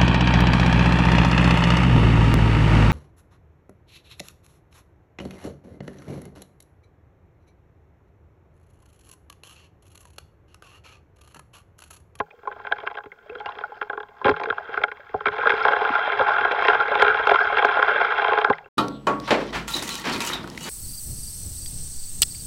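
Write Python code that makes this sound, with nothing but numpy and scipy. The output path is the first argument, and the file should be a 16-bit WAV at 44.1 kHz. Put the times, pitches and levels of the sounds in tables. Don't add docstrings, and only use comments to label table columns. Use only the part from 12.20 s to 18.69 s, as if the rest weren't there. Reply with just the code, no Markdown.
import sys
import numpy as np
from scipy import signal
from scipy.fft import rfft, irfft
from scipy.io import wavfile
from scipy.ndimage import uniform_filter1d

SR = 44100
rng = np.random.default_rng(int(sys.argv[2]) if len(sys.argv) > 2 else 0)


def invert_db(x):
    u = np.asarray(x, float) / 20
    return 10 ** u


def store_pcm(level_fs):
    pcm = np.round(np.clip(level_fs, -1, 1) * 32767).astype(np.int16)
    wavfile.write(sys.argv[1], SR, np.atleast_2d(pcm).T)


N = 286076

# frequency in Hz, width in Hz, relative strength in dB.
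PAN_MODES = [(287, 14, -31.5), (419.26, 28.6, 4), (480, 83.15, -3.5), (567.3, 20.4, -7.5), (700, 49.4, -3),
             (830, 24.86, 4.5), (900, 76, -6.5), (1035.7, 51.9, 1), (1109.2, 145.3, -6), (1259, 100, -6.5),
             (1400, 69.9, 3), (1540.1, 78, 2.5), (1648.6, 66.1, -1), (1820.8, 380, -15), (2154.4, 107, -10),
             (2340.2, 144, -14.5), (2750, 110, -17.5), (3170.3, 125.8, -16), (3480.4, 366, -22),
             (3975.5, 110, -25.5), (4200.4, 470, -36), (5130, 400, -35), (5533, 500, -44),
             (6269, 200, -46.5), (6676, 210, -57), (7290, 690, -57.5)]
PAN_EDGES_HZ = (620, 1200, 1800, 4200)
# time heard in seconds, nominal peak in dB,
# then the rms over 10 ms of bowl, floor and riffles in dB against that peak.
KNOCKS = [(.0005, -12, -15.5, -8.5, -20.5), (0.106, -43, -12, -12, -11), (0.231, -35.5, -12.5, -10.5, -25),
          (0.252, -29.5, -14.5, -13.5, -36.5), (0.274, -21, -13, -8, -26.5),
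          (0.313, -24.5, -17.5, -16, -30), (0.324, -31.5, -13.5, -12.5, -15),
          (0.362, -31.5, -15.5, -11, -29.5), (0.398, -31, -18.5, -7.5, -25), (0.448, -23, -20, -13, -26),
          (0.469, -19.5, -28, -14.5, -19), (0.513, -27, -14.5, 0.5, -18.5), (0.522, -7, -28, -18, -22),
          (0.564, -31, -19, -13, -18.5), (0.584, -27, -19, -8.5, -14.5), (0.603, -33.5, -15, -11.5, -10.5),
          (0.633, -29.5, -8, -8, -18.5), (0.665, -21, -16, -9.5, -19), (0.673, -14, -24.5, -16.5, -17),
          (0.701, -31, -15, -8.5, -16.5), (0.711, -26.5, -19.5, -8.5, -19.5),
          (0.743, -33.5, -13.5, -11, -15.5), (0.752, -27.5, -16, -12.5, -16),
          (0.771, -20.5, -20.5, -14.5, -21.5), (0.784, -22, -23.5, -12.5, -22.5),
          (0.804, -31.5, -27, -17, -29), (0.837, -34.5, -12.5, -8.5, -16.5), (0.858, -31.5, -7, -14.5, -20),
          (0.92, -36, -15, -16.5, -20), (0.987, -41, -23, -18.5, -21), (1.095, -29, -11, -15, -19.5),
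          (1.152, -23, -14, -21.5, -21.5), (1.201, -28.5, -19, -14, -16), (1.259, -19.5, -19.5, -9, -17),
          (1.292, -27, -20, -11, -19), (1.321, -36.5, -21, -19, -8), (1.353, -32.5, -13.5, -15, -16),
          (1.386, -23, -23.5, -13, -17.5), (1.409, -26.5, -10.5, -9.5, -17.5),
          (1.438, -28, -22.5, -10, -26.5), (1.519, -32.5, -13, -10.5, -29.5),
          (1.567, -35.5, -15, -13.5, -19.5), (1.614, -14, -19.5, -15, -21), (1.626, -20.5, -23.5, -19, -18),
          (1.697, -14.5, -19, -14, -26), (1.73, -19, -18, -16, -29), (1.75, -31.5, -6, -13.5, -33.5),
          (1.774, -17, -14.5, -12.5, -31), (1.802, -21.5, -14.5, -14, -21.5),
          (1.83, -26.5, -20, -12, -23.5), (1.885, -40, -10, -13.5, -15), (1.997, -44, -22, -7.5, -29.5),
          (2.015, -26.5, -15, -12, -33.5), (2.045, -9, -14, -13, -19.5), (2.055, -6, -10.5, -11.5, -22),
          (2.066, -7.5, -11.5, -13.5, -22), (2.081, -4.5, -13, -14, -23), (2.092, -4, -10, -14.5, -20),
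          (2.111, -16.5, -11.5, -7.5, -19), (2.139, -18, -18, -18, -36.5), (2.164, -19.5, -18, -13, -19.5),
          (2.198, -19.5, -16.5, -9, -17), (2.213, -22.5, -11.5, -5, -19.5), (2.234, -18, -13, -10, -14),
          (2.256, -17, -19, -16, -21.5), (2.285, -19, -12, -14.5, -28), (2.301, -8.5, -20, -26, -22.5),
          (2.325, -17, -30.5, -11, -28), (2.381, -15, -24, -15, -29.5), (2.541, -17.5, -20.5, -15.5, -18.5),
          (2.574, -9.5, -19, -19, -22), (2.615, -27, -10, -4, -10.5), (2.637, -4.5, -24.5, -17.5, -16.5),
          (2.683, -29, -15, -15.5, -19.5), (2.716, -20.5, -20, -16.5, -14), (2.771, -38, -22.5, -20, -10),
          (2.803, -33.5, -24, -26.5, -18), (2.844, -48.5, -17, -18, -18), (2.893, -40, -7, -10.5, -7),
          (2.941, -17.5, -5, -8, -39.5), (3.006, -19, -16.5, -14, -24.5), (3.057, -9, -17, -14.5, -16),
          (3.067, -9, -16, -16.5, -20), (3.084, -11, -19.5, -16, -17), (3.119, -25, -18, -17.5, -16.5),
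          (3.164, -23, -20.5, -10.5, -17), (3.183, -16, -10.5, -9.5, -18), (3.232, -13.5, -13.5, -10, -24),
          (3.255, -7.5, -21, -22.5, -35), (3.27, -3, -21, -18.5, -23.5), (3.295, -10, -15.5, -12.5, -14),
          (3.303, -6.5, -17, -18.5, -13.5), (3.319, -9, -16.5, -19, -20.5), (3.406, -16.5, -13, -11.5, -25),
          (3.45, -3, -20, -12.5, -25.5), (3.464, -12, -18, -5.5, -20), (3.482, -4, -21.5, -13.5, -23.5),
          (3.532, -7, -18, -18, -24), (3.564, -9.5, -15.5, -13.5, -21.5), (3.616, -11.5, -11, -11.5, -20.5),
          (3.65, -9, -17.5, -22.5, -24), (3.667, -18.5, -11, -16, -19), (3.794, -21, -15.5, -14.5, -19.5),
          (3.899, -11, -24, -22, -27), (3.929, -13.5, -20, -21.5, -18.5), (4.009, -6.5, -17.5, -13.5, -25),
          (4.068, -14, -20, -16, -18), (4.094, -17, -15, -24, -15), (4.164, -11, -22.5, -19.5, -23.5),
          (4.182, -9, -24, -18.5, -21.5), (4.21, -13, -15, -10.5, -17), (4.248, -5.5, -18.5, -16.5, -21.5),
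          (4.31, -13.5, -13.5, -9.5, -17.5), (4.318, -15.5, -14.5, -10.5, -12),
          (4.391, -14.5, -23.5, -20.5, -17.5), (4.422, -9.5, -24.5, -12.5, -26),
          (4.45, -13.5, -13, -8, -7.5), (4.483, -1.5, -15, -15, -15.5), (4.551, -19.5, -17.5, -2.5, -22.5),
          (4.601, -12, -25, -20.5, -20.5), (4.61, -9.5, -26.5, -11.5, -24.5), (4.717, -16, -20, -8, -23),
          (4.753, -11, -17, -8, -15), (4.797, -11, -18, -11.5, -13.5), (4.821, 0.5, -16.5, -13.5, -19.5),
          (4.847, -9, -20.5, -17.5, -20), (4.88, -5.5, -20, -24, -18), (4.944, -10.5, -18, -14, -19.5),
          (4.972, -18, -26.5, -7, -15.5), (4.993, -17, -15, -15.5, -16), (5.07, -3.5, -18, -14.5, -21.5),
          (5.093, -5, -21, -13, -18), (5.109, -11, -10.5, -12, -14.5), (5.115, -3.5, -14.5, -9, -21.5),
          (5.143, -4.5, -18, -12, -23.5), (5.203, -10.5, -18, -14.5, -25.5), (5.255, -20, -26.5, -18, -14),
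          (5.3, -14, -30, -8, -23), (5.37, -7, -24, -14, -18.5), (5.383, -9, -16, -10.5, -13),
          (5.425, -9.5, -17, -8, -18.5), (5.446, -1, -18.5, -13.5, -24), (5.487, -8.5, -19.5, -20, -25.5),
          (5.569, -9.5, -22, -13.5, -27), (5.591, -10.5, -17.5, -15.5, -26), (5.626, -2, -25.5, -17, -21.5),
          (5.675, -22.5, -17.5, -4.5, -14.5), (5.706, -17.5, -24, -15, -18),
          (5.759, -11, -25.5, -21, -20.5), (5.812, -11, -14, -7, -14.5), (5.921, -9.5, -19, -15, -21),
          (5.984, -14, -20, -8, -17), (5.995, -7.5, -27, -31.5, -25.5), (6.03, -17, -18.5, -14, -23.5),
          (6.045, -6.5, -23, -11.5, -20.5), (6.059, -19, -20.5, -8, -18), (6.082, -12, -16.5, -8.5, -18),
          (6.118, -11.5, -10.5, -6.5, -20.5), (6.133, -8, -15, -12, -18), (6.174, -7, -16, -15, -25.5),
          (6.185, -8.5, -14.5, -13.5, -20), (6.215, -17.5, -13, -4, -11.5), (6.245, -3, -21, -15.5, -22),
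          (6.299, -5, -11.5, -10.5, -25.5), (6.328, -17.5, -18, -16.5, -21), (6.384, -32.5, -28.5, -12, -8),
          (6.458, -34.5, -13, -15.5, -23)]
# frequency in Hz, relative level in dB.
RUMBLE_SPECTRUM = [(15, -4), (30, -4.5), (87, 1.5), (160, -5), (230, -6), (400, -16.5), (2000, -92.5)]
# frequency in Hz, relative level in dB.
HISS_SPECTRUM = [(300, -22.5), (3000, 4.5), (7000, 6.5), (10500, -8.5), (13000, 5.5), (15800, 3),
                 (16000, -55)]
# frequency in Hz, width in Hz, relative strength in dB.
TUB_MODES = [(59, 120, -4), (94.6, 37, 3.5), (161.34, 7, -0.5), (244, 107, -4.5), (288, 110, -3.5)]
TUB_EDGES_HZ = (200,)
# start in seconds, rms over 10 ms in dB
# of the water mass and of the side, decay time of the push in ms.
BUMPS = [(.0005, -41, -35.5, 0.74), (.52, -61.5, -48.5, 3.9), (.858, -53.5, -48.5, 3.25),
         (1.262, -51, -58, 5.4), (2.05, -30, -24.5, 3.2), (2.085, -32.5, -23.5, 10), (2.105, -33, -33, 6.7),
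         (2.3, -46, -41, 5.1), (2.942, -38, -36.5, 4), (3.07, -45, -36, 7), (3.1, -44, -54, 3.7),
         (3.7, -50, -30.5, 5.8), (4.005, -40, -57, 1.5), (4.22, -47, -46.5, 4.2), (4.825, -43.5, -44.5, 4),
         (4.89, -46, -47.5, 7.3), (5.12, -44, -53.5, 9.6), (5.45, -52, -38, 5.7),
         (6.297, -36.5, -23.5, 2.9)]
# start in seconds, starting pitch in Hz, level in dB before the
# onset and decay shape it, decay time in ms.
BUBBLES = [(.11, 2394, -36, 3.5), (0.274, 1014, -14.5, 5.6), (.634, 637, -25.5, 7.6),
           (.918, 2060, -27.5, 3.46), (1.099, 2520, -27.5, 2.48), (1.1, 436.4, -32, 11),
           (1.12, 480, -32, 27), (1.162, 454, -29.5, 9.2), (1.186, 3200, -38, 4), (1.204, 830, -31.5, 36),
           (1.26, 2750, -30.5, 7.5), (1.258, 900, -24, 3.6), (1.288, 1029, -21, 6.1),
           (1.438, 1400, -15, 5.15), (1.44, 815.3, -26, 10.2), (1.52, 821.3, -27.5, 12.1),
           (2.015, 1002, -22, 8.9), (2.273, 441.4, -22, 20), (2.344, 2677, -42, 4.4), (2.648, 700, -21, 5),
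           (2.682, 1400, -27, 12.9), (2.948, 735, -15, 8.8), (3.057, 1337, -12.5, 14.1),
           (3.069, 2224, -14, 3.9), (6.308, 762.6, -9.5, 7.7), (6.334, 1969, -13.5, 2.47),
           (6.384, 1987, -30, 3.6), (6.444, 2660, -45, 7.3)]
# start in seconds, nominal peak in dB.
TICKS = [(0.5227, -52.5), (1.1957, -48.5), (1.259, -40), (2.056, -40.5), (2.0652, -38), (2.0854, -39),
         (2.0966, -32), (2.2014, -44.5), (2.2353, -34.5), (2.6404, -43), (3.2715, -39), (3.4514, -33),
         (3.4823, -41.5), (4.3197, -40), (4.4702, -33.5), (4.4841, -33.5), (4.6084, -40.5), (4.7975, -35.5),
         (4.8211, -23.5), (5.0554, -40), (5.0714, -29.5), (5.0987, -31.5), (5.1417, -35.5), (5.1916, -38.5),
         (5.3767, -34.5), (5.4524, -30), (5.5218, -39.5), (5.6266, -33), (5.689, -45), (6.1849, -39),
         (6.2457, -31.5), (6.2991, -39)]
# time in seconds, flow in dB.
FLOW = [(0.0, -55), (0.29, -48.5), (0.42, -43), (0.61, -39), (0.7, -42.5), (0.88, -57), (1.12, -45.5),
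        (1.28, -39.5), (1.91, -49), (2.06, -39.5), (2.18, -34.5), (2.2, -38), (2.33, -37.5), (2.56, -33.5),
        (2.73, -45.5), (3.0, -42.5), (3.14, -28.5), (3.36, -23), (3.47, -22.5), (3.87, -24.5),
        (4.12, -22.5), (4.41, -23.5), (4.53, -20), (4.66, -25.5), (4.81, -20.5), (4.95, -23.5), (5.4, -23),
        (5.58, -22.5), (6.01, -21.5), (6.18, -24), (6.32, -33.5), (6.49, -53.5)]
# level in dB against a full flow,
GRIT_DB = (-12, -6, -3, -12, -35)
GRIT_SLOPE = (1.022, 1.22, 1.291, 1.242, 0.886)
GRIT_WANDER_DB = (2, 2, 2.2, 1.433, 0.9)
GRIT_MIXES = ((0.81, 0.45, 0.88), (0.65, 0.3, 1.0), (0.79, 0.485, 0.44), (0.53, 0.44, 0.88), (0.904, 0.13, 0.5))

FULL_FLOW_DB = -24
HISS_DB = -80.5
HOUSING_HZ = 7900
BUILD_MS = 1.207
CREST_DB = 9
RUMBLE_DB, RUMBLE_SLOPE = -56, 0.4
PUSH_MS, PUSH_MS_PER_DB, PUSH_SCATTER = 2.994, 0.2272, 0.3


def unit(x):
    return x / np.sqrt(np.mean(x ** 2))


def curves(table):
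    s, *columns = np.transpose(table)
    t = np.arange(N) / SR
    return np.array([np.interp(t, s, column) for column in columns])


def coloured(points):
    hz, db = np.transpose(points)
    f = np.maximum(np.fft.rfftfreq(N, 1 / SR), 1)
    spectrum = rfft(rng.standard_normal(N))
    return unit(irfft(spectrum * invert_db(np.interp(np.log(f), np.log(hz), db)), N))


def walk(rate):
    k = int(SR / rate)
    steps = np.repeat(rng.standard_normal(N // k + 1), k)
    w = uniform_filter1d(steps, k)[:N]
    return w / w.std()


def rings(modes, edges_hz, size, over=0.996, under=0.585):
    t = np.arange(size) / SR
    out = np.zeros((len(edges_hz) + 1, len(t)))
    for k, (hz, width, db) in enumerate(modes):
        mode = width * invert_db(db) * np.exp(-np.pi * width * t) * np.sin(2 * np.pi * hz * t)
        out[np.searchsorted(edges_hz, hz)] += (-1) ** k * mode
    lows = under * np.array([modes[0][0], *edges_hz])
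    highs = [*(over * np.array(edges_hz)), HOUSING_HZ]
    for k, band in enumerate(zip(lows, highs)):
        sos = signal.butter(4, band, "bandpass", fs=SR, output="sos")
        out[k] = signal.sosfilt(sos, out[k])
    return out / np.sqrt(np.sum(out ** 2, axis=1, keepdims=True))


def blows(table, ring, rise_ms=0.34, front=2.7, front_ms=0.72):
    out = np.zeros(N + SR)
    t = np.arange(SR // 25) / SR
    rise = 1 - np.exp(-1000 * t / rise_ms)
    hardness = 1 + front * np.exp(-1000 * t / front_ms)
    ragged = rng.standard_normal((len(table), len(t))) * hardness
    for (s, *region_db, ms), noise in zip(table, ragged):
        push = noise[None] * rise * np.exp(-1000 * t / max(ms, 0.1))
        rung = signal.fftconvolve(push, ring, axes=1)
        rung = rung * np.sqrt(SR / 100 / np.sum(rung ** 2, axis=1, keepdims=True))
        i = int(s * SR)
        out[i:i + rung.shape[1]] += invert_db(np.array(region_db)) @ rung
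    return out[:N]


def knocks(pan, lip_db=-30, scatter_db=2.0, least=0.17):
    s, peak_db, *share_db = np.transpose(KNOCKS)
    chance = rng.standard_normal((len(s), 2)).T
    rest = 1 - np.sum(invert_db(np.array(share_db) + CREST_DB) ** 2, axis=0)
    wall = peak_db - CREST_DB + 10 * np.log10(np.maximum(rest, least))
    bowl, floor, riffles = peak_db + share_db
    lip = riffles + lip_db + scatter_db * chance[0]
    ms = PUSH_MS + PUSH_MS_PER_DB * (share_db[0] + 2 * CREST_DB)
    ms = ms * np.exp(PUSH_SCATTER * chance[1])
    start = np.maximum(s - BUILD_MS / 1000, 0)
    return blows(np.transpose([start, bowl, floor, wall, riffles, lip, ms]), pan)


def bumps(tub):
    return blows(BUMPS, tub)


def carried(db, slope):
    return invert_db(FULL_FLOW_DB + db + slope * (curves(FLOW)[0] - FULL_FLOW_DB))


def grit(per_s, spread_db, ms):
    hit = rng.random(N) < per_s / SR
    size = hit * invert_db(spread_db * np.minimum(rng.exponential(size=N), 5))
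    fade = np.exp(-1000 / SR / ms)
    envelope = signal.lfilter([1], [1, -fade], size)
    return unit(envelope * rng.standard_normal(N))


def froth(per_s=800, spread_db=3, cycles=6, low_hz=400, high_hz=7000):
    count = int(per_s * N / SR)
    out = np.zeros(N + SR)
    for when, where, size in rng.random((count, 3)):
        hz = low_hz * (high_hz / low_hz) ** where
        turns = hz * np.arange(int(4 * cycles * SR / hz)) / SR
        envelope = turns * np.exp(-2 * turns / cycles)
        note = np.sin(2 * np.pi * turns * (1 + turns / 600)) * envelope
        level = invert_db(-spread_db * np.log(1 - 0.99 * size)) * hz / high_hz
        i = int(when * N)
        out[i:i + len(note)] += level * note
    return unit(out[:N])


def wash(pan):
    shared = grit(per_s=250, spread_db=2.5, ms=1.77) * invert_db(1.1 * walk(25))
    shared = shared + 0.58 * grit(per_s=45, spread_db=4.0, ms=2.2)
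    foam = froth()
    rows = []
    for (own, wet, sand), db, slope, wander_db in zip(GRIT_MIXES, GRIT_DB, GRIT_SLOPE, GRIT_WANDER_DB):
        alone = grit(per_s=300, spread_db=2.0, ms=1.3) * invert_db(3.4 * walk(27))
        drift = invert_db(wander_db * walk(6))
        mixed = unit(shared + own * alone + wet * foam + sand * rng.standard_normal(N))
        rows.append(mixed * drift * carried(db, slope))
    return signal.fftconvolve(np.array(rows), pan, axes=1)[:, :N].sum(axis=0)


def rumble():
    shake_db = RUMBLE_DB + RUMBLE_SLOPE * (curves(FLOW)[0] - FULL_FLOW_DB)
    return coloured(RUMBLE_SPECTRUM) * invert_db(shake_db + 2.0 * walk(30) + 1.2 * walk(4))


def hiss():
    return invert_db(HISS_DB) * coloured(HISS_SPECTRUM)


def plinks(per_s=35, over_db=5, spread_db=3, cycles=4.23, low_hz=420, high_hz=3200):
    when, where, size = rng.random((int(per_s * N / SR), 3)).T
    start = when * N / SR
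    hz = low_hz * (high_hz / low_hz) ** where
    s, flow_db = np.transpose(FLOW)
    octaves = np.log2(hz / low_hz)
    db = np.interp(start, s, flow_db) + over_db - spread_db * (np.log(1 - 0.95 * size) + octaves)
    return list(zip(start, hz, db, 1000 * cycles / hz))


def bubbles(rise_ms=0.6, glide=0.022):
    out = np.zeros(N + SR)
    t_ms = 1000 * np.arange(SR // 8) / SR
    for s, hz, db, ms in list(BUBBLES) + plinks():
        pitch = hz * (1 + glide * np.minimum(t_ms / ms, 4))
        shape = (1 - np.exp(-t_ms / rise_ms)) * np.exp(-t_ms / ms)
        i = int(s * SR)
        out[i:i + len(t_ms)] += invert_db(db) * shape * np.sin(2 * np.pi * np.cumsum(pitch) / SR)
    return out[:N]


def ticks(pan, ms=2.5, crest_db=13):
    return blows([(s, db - crest_db, ms) for s, db in TICKS], pan[-1:])


def scene():
    pan = rings(PAN_MODES, PAN_EDGES_HZ, SR // 12)
    tub = rings(TUB_MODES, TUB_EDGES_HZ, SR // 5)
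    mix = knocks(pan) + ticks(pan) + wash(pan) + bubbles() + bumps(tub) + rumble()
    return mix[None]


def roll_off(x):
    return signal.sosfilt(signal.butter(12, 15830, fs=SR, output="sos"), x)


def record(dry):
    ceiling, knee = 0.87, 16
    bent = dry / (1 + np.abs(dry / ceiling) ** knee) ** (1 / knee)
    return roll_off(bent + hiss())


dry = scene()
out = record(dry)
store_pcm(out)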